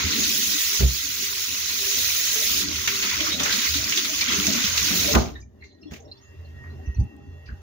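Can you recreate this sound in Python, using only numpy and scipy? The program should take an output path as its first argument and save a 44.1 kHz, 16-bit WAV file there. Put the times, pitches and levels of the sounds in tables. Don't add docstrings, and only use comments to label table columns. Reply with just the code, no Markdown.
import sys
import numpy as np
from scipy import signal
from scipy.fft import rfft, irfft, next_fast_len
from scipy.io import wavfile
from scipy.ndimage import uniform_filter1d, map_coordinates

SR = 44100
rng = np.random.default_rng(int(sys.argv[2]) if len(sys.argv) > 2 else 0)


def rack_gain(trim_db):
    fader = np.asarray(trim_db, float)
    return 10 ** (fader / 20)


def unload_audio(sound):
    columns = np.transpose(np.atleast_2d(sound))
    steps = np.round(np.clip(columns, -1, 1) * 32767)
    wavfile.write(sys.argv[1], SR, steps.astype(np.int16))


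N = 336031

# (frequency [Hz], left-right correlation [0-1])
PORT_LIKENESS = [(60, 1), (95, 0.94), (130, 0.92), (290, 0.77), (640, 0.8), (1400, 0.087), (3000, .02)]
# (frequency [Hz], lead of the left [rad])
PORT_LEAD = [(80, .05), (160, 0.64), (500, 1.62)]
# (frequency [Hz], left over right [dB])
PORT_TILT = [(60, 4.5), (130, -9.5), (290, 7), (640, 1), (1410, -1), (3100, -0.5), (6820, -3.5),
             (15000, -2.5)]
# (frequency [Hz], t60 [s])
ROOM_DECAY = [(100, 0.13), (1000, 0.36), (8000, 0.1)]

# (time [s], level [dB])
HISS_LEVEL = [(5.3, -63.5), (5.4, -60), (5.44, -77.5), (5.56, -70.5), (5.65, -65), (5.71, -77), (5.79, -71),
              (5.84, -70), (6, -68.5), (6.36, -61), (6.88, -59), (7.2, -66), (7.5, -61.5)]
# (frequency [Hz], relative level [dB])
HISS_COLOUR = [(530, -51), (900, -8.5), (1580, -14.5), (1850, -4.5), (2300, -21.5), (2780, -14),
               (3100, -18.5), (4090, -22), (6610, -20.5), (8020, -38.5), (13800, -27.5), (14600, -30),
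               (15900, -38)]
# (time [s], level [dB], half width [s])
HUM_SWELLS = [(5.3, -47.5, 0.051), (6.02, -48, 0.12), (6.66, -36, 0.2), (7.24, -41, 0.063),
              (7.36, -40.5, 0.13), (7.62, -50.5, 0.03)]
# (frequency [Hz], level before the common rise [dB])
WHINE_TONES = [(1884, -66.5), (2724, -66), (3418, -80.5), (4145, -86.5)]
# (time [s], gain [dB])
WHINE_RISE = [(5.45, -32.5), (6.05, -12.5), (6.25, 5), (7.62, 6.5)]
# (time [s], level [dB], half width [s])
LOWEST_WHINE_SWELLS = [(5.64, -59, 0.034), (5.8, -65, .12), (5.94, -57, 0.046), (6.64, -45, 0.07),
                       (6.89, -51, .07), (7.13, -62, 0.041), (7.44, -54.5, 0.079)]
# (time [s], level over the tone's own [dB], half width [s])
UPPER_WHINE_SWELLS = [(5.64, 6, 0.045), (5.94, -1, 0.045), (6.59, 8, 0.036), (6.9, -5, 0.085),
                      (7.33, 2, 0.093)]

# (time [s], counter rumble [dB], basin drumming [dB], drain gurgle [dB])
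SINK_LEVELS = [(0, -45.5, -37.5, -48.5), (.2, -47, -36.5, -46), (.55, -52, -48.5, -57.5),
               (.95, -57.5, -54, -66), (1.1, -49.5, -53.5, -61), (1.4, -51.5, -53.5, -62),
               (1.9, -50.5, -52, -53), (2.05, -43.5, -56, -50), (2.35, -56, -52.5, -47.5),
               (2.7, -41, -42, -54.5), (3.1, -46, -47.5, -49.5), (3.42, -43.5, -37, -42.5),
               (3.62, -48.5, -41.5, -48.5), (3.73, -36.5, -46.5, -57), (3.8, -35, -39, -42),
               (3.9, -40, -39.5, -52.5), (4, -54.5, -41, -53), (4.22, -45, -42.5, -49.5),
               (4.48, -35.5, -30, -45), (4.6, -49.5, -35, -47.5), (4.7, -39, -43.5, -48),
               (5.15, -38.5, -32.5, -37), (5.3, -40.5, -44.5, -49), (5.38, -43, -53.5, -68),
               (5.45, -48, -56.5, -70), (5.57, -55.5, -62, -63.5), (5.65, -49.5, -49.5, -67),
               (5.8, -60, -59, -66), (5.94, -60, -40, -51), (6.02, -51.5, -55.5, -57),
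               (6.08, -50.5, -51.5, -50), (6.16, -55.5, -61.5, -63.5), (6.4, -48, -54, -57),
               (6.8, -43.5, -49.5, -55.5), (7.05, -53, -50.5, -57.5), (7.3, -45.5, -54, -59.5),
               (7.62, -47, -61.5, -57)]
# (frequency [Hz], relative level [dB])
RUMBLE_COLOUR = [(15, -59.5), (25, -32.5), (56, -9), (70, 1.5), (86, 3), (113, -17), (125, -3), (160, -53),
                 (280, -120)]
DRUM_COLOUR = [(65, -44.5), (110, -11.5), (146, -13), (204, 2), (236, 3), (308, 0.5), (348, -6), (399, -6),
               (443, -17), (480, -25.5), (620, -51), (1060, -120)]
GURGLE_COLOUR = [(260, -30.5), (450, 3.5), (499, 0.5), (528, -8), (580, 4), (625, 3.5), (701, -8.5),
                 (788, 0), (860, -18), (895, -28.5), (950, -9), (1240, -31.5), (2090, -120)]
# (time [s], level [dB], half width [s])
NOTE_SWELLS = [(0, -43.5, 0.073), (.3, -45, 0.027), (.45, -53, 0.13), (.75, -51.5, 0.054),
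               (1.33, -52, 0.13), (1.89, -48, 0.11), (3, -52.5, 0.68), (4.37, -37, 0.066),
               (6.78, -60, 0.13), (7.35, -68, 0.14)]
# (time [s], level [dB], starting pitch [Hz])
WATER_LUMPS = [(.05, -25.5, 220), (.17, -25.5, 270), (.3, -26.5, 210), (2.688, -26.5, 295),
               (3.208, -21.5, 301), (3.28, -25, 310), (3.338, -26.5, 193), (3.403, -24.5, 274),
               (3.578, -23, 229), (3.752, -22.5, 275), (4.383, -17.5, 192), (4.474, -15, 196),
               (4.478, -24.5, 633), (4.641, -21, 197), (4.819, -27, 173), (4.906, -21, 177),
               (5.06, -24, 197)]

# (frequency [Hz], level over the touch [dB], t60 [s])
BOWL_RING = [(812, 1, .45), (820, -8, .4), (1265, -18, .2), (2640, -2, .11), (2560, -12, .12)]
# (time [s], level [dB])
BOWL_TOUCHES = [(6.995, -45), (7.04, -46), (7.165, -49), (7.535, -55)]
# (frequency [Hz], level over the landing [dB], t60 [s])
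BOWL_BODY = [(132.4, -0.5, 0.27), (174, 2.5, 0.21), (413, 0.5, 0.095), (393, -7, 0.17), (514, -16, 0.23),
             (655, -13, 0.079)]
# (time [s], level [dB])
COB_LANDINGS = [(.803, -20.5), (.818, -18.5)]
# (time [s], sway level [dB], sway pitch [Hz], sway t60 [s], rattle level [dB], rattle low-pass corner [Hz])
COUNTER_BLOWS = [(.042, -16, 80, 0.15, -48, 350), (.796, -16, 64.6, 0.25, -27.5, 700),
                 (0.828, -6, 63.7, 0.16, -33, 400), (.843, -12, 64.6, 0.23, -32, 250),
                 (5.134, -30, 70, 0.099, -21, 1500), (5.147, -14, 70, 0.13, -13.5, 2400),
                 (5.16, -12.5, 63.7, 0.35, -21.5, 1000), (5.2, -22, 64.3, 0.57, -30.5, 900),
                 (5.907, -29.5, 70.5, 0.13, -37.5, 910), (6.875, -11, 69.5, 0.075, -39, 200),
                 (6.89, -11.5, 68.6, 0.071, -42, 200), (6.965, -15.5, 70, 0.11, -45, 200),
                 (6.984, -5.5, 88.3, 0.14, -33.5, 241), (7.011, 4.5, 72, 0.038, -32, 200),
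                 (7.024, -16.5, 190, 0.054, -38, 200), (7.046, -19, 120, 0.056, -46, 200),
                 (7.487, -22, 70.7, 0.091, -45, 300), (7.518, -19.5, 60, 0.1, -42, 198)]
# (frequency [Hz], bandwidth [Hz], relative level [dB])
COUNTER_MODES = [(142, 49, 6.5), (241, 83, 2), (350, 64, 1), (435, 28, 2), (517, 29, -5), (605, 46, -2.5),
                 (677, 41, 1), (780, 69, -1), (964, 150, -4.5), (1200, 160, -1.5), (1500, 270, -4.5)]
# (time [s], level [dB], pitch [Hz], t60 [s], roughness [0-1])
PLINKS = [(5.35, -36, 3800, .09, .25), (5.352, -37, 1800, .14, .15), (5.41, -50, 4950, .08, .1),
          (5.4, -47.5, 6300, .18, .7), (5.422, -48, 2350, .07, .05), (5.61, -50, 2100, .15, .2),
          (5.62, -35.5, 2116, .15, .25), (5.605, -55, 4150, .3, .2), (5.635, -51, 4200, .3, .6),
          (5.635, -52, 6300, .2, .9), (5.7, -55, 4100, .3, .1), (5.81, -51, 5300, .15, .3),
          (5.825, -53, 4250, .25, .08), (5.865, -54, 5450, .2, .08), (5.825, -51, 2750, .18, .12),
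          (5.852, -32, 300, .2, .05), (5.865, -51, 3400, .3, .1), (5.999, -45, 6500, .1, .6),
          (6.082, -54, 4150, .12, .2), (6.113, -24, 4150, .045, .1), (6.113, -46, 4650, .08, .1),
          (6.113, -51, 5050, .1, .1), (6.045, -52, 5500, .13, .06), (6.075, -56, 3700, .15, .1),
          (6.15, -55, 3550, .2, .08), (6.165, -51, 4600, .1, .12), (6.175, -57, 5400, .2, .08),
          (6.135, -55, 4150, .3, .15), (6.21, -52, 6150, .12, .15), (6.22, -53, 6700, .3, .15),
          (5.99, -50, 800, .15, .05), (6.445, -52, 4250, .12, .3), (6.7, -52, 4150, .15, .2),
          (6.635, -49, 1500, .36, .9), (6.855, -49, 2680, .3, .1), (6.855, -51, 5950, .25, .08),
          (6.945, -52, 2600, .2, .1), (6.943, -41, 5950, .07, .06), (6.95, -52, 4250, .12, .06),
          (6.995, -54, 6500, .15, .1), (6.994, -43, 4700, .06, .3), (6.996, -46, 5950, .12, .06),
          (7.455, -46, 4620, .13, .8), (7.46, -50, 2500, .2, .7), (7.475, -46, 4750, .07, .3),
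          (7.47, -50, 1700, .1, .4), (7.455, -56, 6050, .1, .1), (7.486, -35, 1600, .12, .3)]

# (time [s], length [s], level [dB], start pitch [Hz], end pitch [Hz])
SQUIRTS = [(3.026, 0.039, -34, 2120, 2310), (3.03, 0.037, -35, 1250, 1355),
           (3.069, 0.015, -26.5, 4430, 4500), (3.073, 0.039, -32, 2120, 2350),
           (3.198, 0.025, -29.5, 3210, 3200), (3.188, 0.024, -29, 2130, 2300),
           (3.255, 0.045, -28.5, 1107, 1290), (3.291, 0.085, -24, 3730, 3865),
           (3.381, 0.038, -28.5, 3150, 3750), (3.422, 0.045, -32.5, 3290, 1595),
           (3.496, 0.035, -29.5, 1573, 1624), (3.656, 0.028, -30.5, 2080, 2140),
           (3.688, .016, -26, 4570, 4700), (3.73, .04, -31.5, 3800, 3800),
           (3.969, 0.036, -22.5, 3355, 3560), (4.208, 0.031, -22.5, 2266, 2355),
           (4.226, 0.014, -33, 1200, 1200), (4.286, 0.027, -27, 3250, 3400),
           (4.429, 0.026, -26, 2140, 2440), (4.773, 0.017, -23, 2680, 2790)]
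# (time [s], level before the envelope [dB], pitch [Hz], decay time [s])
NOISE_BURSTS = [(.115, -24, 4000, .04), (.235, -23, 4000, .025), (2.757, -26, 3400, .012),
                (2.874, -15, 2470, .016), (3.024, -22, 2600, .022), (3.09, -26, 4400, .03),
                (3.204, -19, 3170, .012), (3.325, -25, 3800, .025), (3.395, -23, 3300, .03),
                (3.4, -26, 1300, .05), (3.432, -19, 6300, .02), (3.455, -22, 1600, .04),
                (3.505, -24, 3600, .03), (3.524, -18, 4200, .022), (3.585, -23, 3700, .02),
                (3.615, -24, 3500, .02), (3.738, -22, 3900, .04), (3.765, -24, 4300, .02),
                (3.84, -22, 5200, .008), (3.89, -24, 6100, .03), (3.921, -20, 2700, .02),
                (3.958, -23, 5500, .02), (3.972, -18, 3470, .024), (4.046, -22, 3900, .018),
                (4.209, -18, 4400, .016), (4.28, -23, 3300, .03), (4.32, -24, 3400, .03),
                (4.466, -17, 6000, .014), (4.525, -23, 6200, .02), (4.638, -22, 3500, .026),
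                (4.775, -14.5, 4000, .009), (5.149, -15, 1900, .01), (5.909, -47, 1880, .03),
                (5.918, -45, 1500, .025), (5.934, -40.5, 2500, .022), (5.959, -45, 2090, .022)]
# (time [s], spray level [dB], share broken up by hands and corn [0-1])
STREAM_FLOW = [(0, -27, 0.99), (.2, -23.5, 0.42), (.35, -23.5, 0), (.81, -23.5, 0.22), (.86, -31, 0.24),
               (.95, -27.5, 0.08), (1.63, -27.5, 0.28), (1.95, -23.5, 0.09), (2.6, -23, 0.17),
               (2.66, -30.5, 0.7), (2.87, -28.5, 0.42), (3, -26.5, 0.6), (3.1, -26.5, 0.78),
               (3.28, -26, 0.8), (3.36, -30, 0.6), (3.44, -30, 1), (3.55, -25, 0.5), (3.67, -24.5, 0.7),
               (3.72, -26.5, 0.44), (3.85, -28, 0.56), (4.2, -27, 0.47), (4.27, -29.5, 1),
               (4.33, -24.5, 0.74), (4.41, -25.5, 0.49), (4.6, -26.5, 0.76), (4.75, -24.5, 0.71),
               (4.95, -22, 0.35), (5.13, -23, 0.43), (5.16, -34.5, 0.4), (5.19, -32, 0.97),
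               (5.3, -48.5, 0.93), (5.4, -70.5, 0.5), (5.46, -100, 0.84)]
# (frequency [Hz], relative level [dB])
SPRAY_COLOUR = [(1180, -27.5), (2000, -4), (2090, -8), (3010, -6.5), (3830, -2), (4820, -2.5), (6500, 1.5),
                (6880, 0), (7900, -27), (10300, -60.5), (17400, -120)]
SPATTER_COLOUR = [(470, -42.5), (800, -41), (870, -16), (1480, -3.5), (1770, -10), (2100, -1.5),
                  (2800, -4.5), (3640, -7.5), (6160, -120)]
MIST_COLOUR = [(4530, -48.5), (7700, -3.5), (8230, -12), (9610, -4.5), (11800, -2.5), (13500, -3),
               (14900, 6), (15600, 8.5), (15900, -29.5)]

ROOM_DB = -14.5
HUM_HZ, HUM_DB = 82, -63.5
HUM_PARTNER_HZ, HUM_PARTNER_DB = 132, -12.5
BASIN_HZ, BASIN_HALF_WIDTH_HZ = 391.4, 14
NOTE_EARLY_DB, NOTE_LATE_DB, NOTE_CHANGE_S = -60.5, -63.5, 4.1
TICK_DB, BOWL_RISE_S = 6, .022
SWAY_RISE_S, CONTACT_S, CONTACT_SHARE = 0.0064, 0.0041, 0.047
FAINT_FROM_S, FAINT_TO_S, FAINT_DB = 5.62, 6.3, -63
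PAN_HZ, PAN_DB_PER_OCTAVE = 2190, -2.5
LEAST_ROUGH, PLINK_FLUTTER_DB, PLINK_RISE_S = .13, 2.5, .0035
SQUIRT_ROUGH = .115
SPATTER_DB, SPATTER_GAINS_DB, SPATTER_SURGE_DB = -16.5, 13.5, 2.8
MIST_DB, MIST_LOSES_DB = -3.5, 8
SPLATTER_DB, CRACKLE = -3, .7
SURGE_DB, SURGE_RATE = 1, 12
TOP_HZ, LOW_CUT_HZ = 15850, 40


def unit(x):
    return x / np.sqrt(np.mean(x ** 2) + 1e-20)


def along(points, hz):
    f, v = np.transpose(points)
    return np.interp(np.log(hz + 1), np.log(f + 1), v)


def curves(rows):
    s, *columns = np.transpose(rows)
    return [np.interp(np.arange(N) / SR, s, column) for column in columns]


def wobble(rate):
    knots = rng.standard_normal(int(N * rate / SR) + 4)
    return map_coordinates(knots, [np.arange(N) * rate / SR])


def swells(rows):
    t = np.arange(N) / SR
    return sum(rack_gain(db) * np.exp(-((t - s) / width) ** 2) for s, db, width in rows)


def place(out, s, sound):
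    start = round(s * SR)
    out[:, start:start + sound.shape[-1]] += sound


def filtered(x, response):
    m = next_fast_len(N + SR // 2)
    return irfft(rfft(x, m) * response(np.fft.rfftfreq(m, 1 / SR)), m)[..., :N]


def colour(spectrum):
    return lambda hz: rack_gain(along(spectrum, hz))


def rush(gain, patchy_db, source=0, size=(512, 5, 6)):
    window, high, long = size
    z = signal.stft(rng.standard_normal((2, N)), nperseg=window)[2]
    field = uniform_filter1d(rng.standard_normal(z.shape[1:]), high, axis=0)
    field = uniform_filter1d(field, long, axis=1)
    pair = signal.istft(z * rack_gain(patchy_db * unit(field)), nperseg=window)[1][:, :N]
    return unit(filtered(unit(pair) + source, gain))


def bubbles(count, mid_hz, spread, cycles, size_db, size=400):
    when, high, big, side = rng.random((count, 4)).T
    hz = mid_hz * np.exp(spread * (2 * high - 1))[:, None]
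    t = np.arange(size) / SR
    age = t * hz / cycles
    chirp = np.sin(2 * np.pi * hz * t * (1 + 0.031 * age)) * age * np.exp(-3 * age)
    chirp *= rack_gain(-size_db * np.log(big + 0.0016))[:, None]
    at = ((when * N).astype(int)[:, None] + np.arange(size)).ravel()
    shares = np.cos(side * np.pi), np.sin(side * np.pi)
    return unit(np.array([np.bincount(at, (chirp * share[:, None]).ravel(), N + SR)[:N] for share in shares]))


def ports(pair):
    def mix(hz):
        turn = np.arccos(np.clip(along(PORT_LIKENESS, hz), 0, 1)) / 2
        half = rack_gain(along(PORT_TILT, hz) / 2) * np.exp(.5j * along(PORT_LEAD, hz))
        left = [np.cos(turn) * half, np.sin(turn) * half]
        right = [np.cos(turn) / half, -np.sin(turn) / half]
        return np.array([left, right])
    return filtered(pair[None], mix).sum(axis=1)


def kitchen(x):
    hz, t, z = signal.stft(rng.standard_normal((2, SR // 2)), SR, nperseg=256)
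    decay = rack_gain(-60 * t / along(ROOM_DECAY, hz)[:, None])
    tail = signal.istft(z * decay * (hz > 120)[:, None], SR, nperseg=256)[1]
    return signal.fftconvolve(x, tail / np.linalg.norm(tail[0]), axes=1)[:, :N]


def quiet():
    hiss_db, = curves(HISS_LEVEL)
    started = np.arange(N) > HISS_LEVEL[0][0] * SR
    hiss = rack_gain(hiss_db) * rush(colour(HISS_COLOUR), patchy_db=3.2, size=(512, 2, 9))
    turn = 2 * np.pi * np.cumsum(HUM_HZ + 3.19 * wobble(7.1)) / SR
    tones = np.sin(turn) + rack_gain(HUM_PARTNER_DB) * np.sin(turn * HUM_PARTNER_HZ / HUM_HZ)
    hum = (rack_gain(HUM_DB) + swells(HUM_SWELLS)) * tones
    return started * (hiss + hum * [[1], [0]])


def whines():
    rise, out = rack_gain(curves(WHINE_RISE)[0]), np.zeros((2, N))
    flutter_db, waver_hz = 2.3, 10
    for k, (hz, db) in enumerate(WHINE_TONES):
        tone = np.sin(2 * np.pi * np.cumsum(hz + waver_hz * wobble(60)) / SR)
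        if k == 0:
            level = rack_gain(db) * rise + swells(LOWEST_WHINE_SWELLS)
        else:
            level = rack_gain(db) * (rise + swells(UPPER_WHINE_SWELLS))
        out[0] += level * rack_gain(flutter_db * wobble(17)) * tone
    return out * (np.arange(N) > WHINE_RISE[0][0] * SR)


def sink():
    rumble_db, drum_db, gurgle_db = curves(SINK_LEVELS)
    running = np.arange(N) < STREAM_FLOW[-1][0] * SR
    glugs = running * .15 * bubbles(count=300, mid_hz=700, spread=.5, cycles=22, size_db=1.6, size=2400)
    burbles = running * .09 * bubbles(count=180, mid_hz=240, spread=.5, cycles=14, size_db=1.6, size=4000)
    rumble = rush(colour(RUMBLE_COLOUR), 1.5, size=(4096, 2, 2))
    rumble *= rack_gain(rumble_db + 2.8 * np.tanh(wobble(13)))
    drum = rush(colour(DRUM_COLOUR), 3, burbles, size=(2048, 2, 3))
    drum *= rack_gain(drum_db + 3.0 * wobble(14))
    gurgle = rush(colour(GURGLE_COLOUR), 3, glugs, size=(2048, 2, 3))
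    gurgle *= rack_gain(gurgle_db + 3.8 * np.tanh(wobble(14)))
    steady = rack_gain(np.where(np.arange(N) < NOTE_CHANGE_S * SR, NOTE_EARLY_DB, NOTE_LATE_DB))
    note = rush(lambda hz: 1 / (1 + ((hz - BASIN_HZ) / BASIN_HALF_WIDTH_HZ) ** 2), 0)
    return rumble + drum + gurgle + (steady + swells(NOTE_SWELLS)) * note


def bloops():
    out, t = np.zeros((2, N + SR)), np.arange(SR // 4) / SR
    for s, db, hz in WATER_LUMPS:
        boom = np.sin(2 * np.pi * hz * t * (1 + 0.9 * t) + rng.uniform(0, 2 * np.pi))
        place(out[:1], s, rack_gain(db - 60 * t / 0.1) * (1 - np.exp(-t / 0.0048)) * boom)
    return out[:, :N]


def bowl():
    out, t = np.zeros((2, N + SR)), np.arange(SR) / SR
    port_phase = np.array([[0], [1.2]])

    def modes(table, strike_db):
        return sum(rack_gain(strike_db + level - 60 * t / t60) * np.sin(2 * np.pi * hz * t + port_phase)
                   for hz, level, t60 in table)

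    for s, db in BOWL_TOUCHES:
        ring = modes(BOWL_RING, db) * (1 - np.exp(-t / BOWL_RISE_S))
        grit = np.diff(uniform_filter1d(rng.standard_normal((2, SR + 1)), size=8))
        place(out, s, ring + rack_gain(db + TICK_DB - 60 * t / .02) * grit)
    for s, db in COB_LANDINGS:
        place(out, s, modes(BOWL_BODY, db) * (1 - np.exp(-t / 0.0041)) ** 2)
    return out[:, :N]


def blows():
    out, t = np.zeros((2, N + SR)), np.arange(SR) / SR
    f = np.fft.rfftfreq(SR, 1 / SR)
    modes = sum((-1) ** k * rack_gain(db) * 1j * f * width / (hz * hz - f * f + 1j * f * width)
                for k, (hz, width, db) in enumerate(COUNTER_MODES))
    for s, db, hz, t60, rattle_db, top_hz in COUNTER_BLOWS:
        sway = rack_gain(db - 60 * t / t60) * np.sin(2 * np.pi * hz * t) * (1 - np.exp(-t / SWAY_RISE_S))
        noise = rng.standard_normal((2, SR)) + 0.32 * rng.standard_normal(SR)
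        contact = CONTACT_S + CONTACT_SHARE * t60
        push = noise * t * np.exp(-t / contact)
        rattle = irfft(rfft(push) * modes / (1 + 1j * f / top_hz) ** 3, SR)
        rattle = rattle / np.sqrt(np.sum(rattle ** 2) / (4 * contact * SR))
        place(out, s, sway * rack_gain([[-.6], [.6]]) + rack_gain(rattle_db) * rattle)
    return out[:, :N]


def plinks(count=34):
    out, t = np.zeros((2, N + SR)), np.arange(SR // 3) / SR
    faint_drops = [(FAINT_FROM_S + a * (FAINT_TO_S - FAINT_FROM_S), FAINT_DB + 7 * b,
                    2700 * 2.5 ** c, 0.044 + 0.067 * d, 0.13 + 0.56 * e)
                   for a, b, c, d, e in rng.random((count, 5))]
    for s, db, hz, t60, rough in PLINKS + faint_drops:
        pan_db = PAN_DB_PER_OCTAVE * np.log2(hz / PAN_HZ)
        roughness = np.hypot(rough, LEAST_ROUGH * min(hz / PAN_HZ, 1))
        jitter = uniform_filter1d(rng.standard_normal((2, len(t))), size=40)
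        drift = np.cumsum(0.445 * roughness * jitter, axis=1)
        phase = 2 * np.pi * hz * t + drift + rng.uniform(0, 2 * np.pi) + [[0], [np.pi / 2]]
        flutter = rack_gain(PLINK_FLUTTER_DB * map_coordinates(rng.standard_normal(44), [120 * t]))
        envelope = rack_gain(db - 60 * t / t60) * (1 - np.exp(-t / PLINK_RISE_S)) ** 2
        place(out, s, flutter * np.sin(phase) * envelope * rack_gain([[pan_db / 2], [-pan_db / 2]]))
    return out[:, :N]


def squirts():
    out = np.zeros((2, N + SR))
    for s, length, db, start_hz, end_hz in SQUIRTS:
        u = np.linspace(0, 1, round(length * SR) + 2)
        drift = np.cumsum(SQUIRT_ROUGH * rng.standard_normal((2, len(u))), axis=1)
        glide = np.cumsum(start_hz + (end_hz - start_hz) * u) / SR
        phase = 2 * np.pi * glide + drift + [[0], [np.pi / 2]]
        place(out, s, rack_gain(db) * np.sin(np.pi * u) * np.sin(phase))
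    return out[:, :N]


def noise_bursts():
    out, t = np.zeros((2, N + SR)), np.arange(SR // 4) / SR
    hz = np.fft.rfftfreq(len(t), 1 / SR)
    base = rack_gain(along(SPRAY_COLOUR, hz)) + rack_gain(along(SPATTER_COLOUR, hz) - 5) + rack_gain(along(MIST_COLOUR, hz) - 13)
    for s, db, centre_hz, length in NOISE_BURSTS:
        shape = base + 2 / (1 + ((hz - centre_hz) / 600) ** 2)
        burst = unit(irfft(rfft(rng.standard_normal((2, len(t)))) * shape, len(t)))
        tail, slap = np.exp(-t / length), 0.39 * np.exp(-t / 0.0048)
        place(out, s, rack_gain(db) * burst * (1 - np.exp(-t / 0.0015)) * (tail + slap))
    return out[:, :N]


def stream():
    spray_db, broken = curves(STREAM_FLOW)
    running = np.arange(N) < STREAM_FLOW[-1][0] * SR
    churn_db = .5 * wobble(24.7) + 0.15 * wobble(90) + SURGE_DB * broken * wobble(SURGE_RATE)
    fizz = .4 * bubbles(count=9000, mid_hz=4200, spread=.6, cycles=16, size_db=1.4)
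    plops = .3 * bubbles(count=3000, mid_hz=1600, spread=.6, cycles=9, size_db=1.4)
    ticks = CRACKLE * bubbles(count=2500, mid_hz=3200, spread=.7, cycles=4, size_db=3.5, size=120)
    spray = rush(colour(SPRAY_COLOUR), 2.56, fizz)
    spatter_db = SPATTER_DB + broken * (SPATTER_GAINS_DB + SPATTER_SURGE_DB * wobble(14))
    spatter = rush(colour(SPATTER_COLOUR), 2.2, plops) * rack_gain(spatter_db)
    mist_db = MIST_DB - MIST_LOSES_DB * broken + 0.34 * wobble(260)
    mist = rush(colour(MIST_COLOUR), 2.8) * rack_gain(mist_db)
    splatter = rush(colour(SPRAY_COLOUR), 5.5, ticks, size=(256, 4, 7))
    splatter *= rack_gain(SPLATTER_DB) * np.clip(broken, 0, 1)
    return running * rack_gain(spray_db + churn_db) * (spray + spatter + mist + splatter)


def scene():
    struck = blows() + bowl() + plinks()
    room = rack_gain(ROOM_DB) * kitchen(struck)
    background = quiet() + whines() + sink() + bloops()
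    foreground = squirts() + noise_bursts() + stream()
    return ports(background + foreground) + struck + room


def band_limit(x):
    return signal.sosfilt(signal.butter(12, 16860, fs=SR, output="sos"), x)


def record(dry):
    kept = filtered(dry, lambda hz: (hz < TOP_HZ) / np.sqrt(1 + (LOW_CUT_HZ / (hz + 1)) ** 8))
    return band_limit(kept)


dry = scene()
out = record(dry)
unload_audio(out)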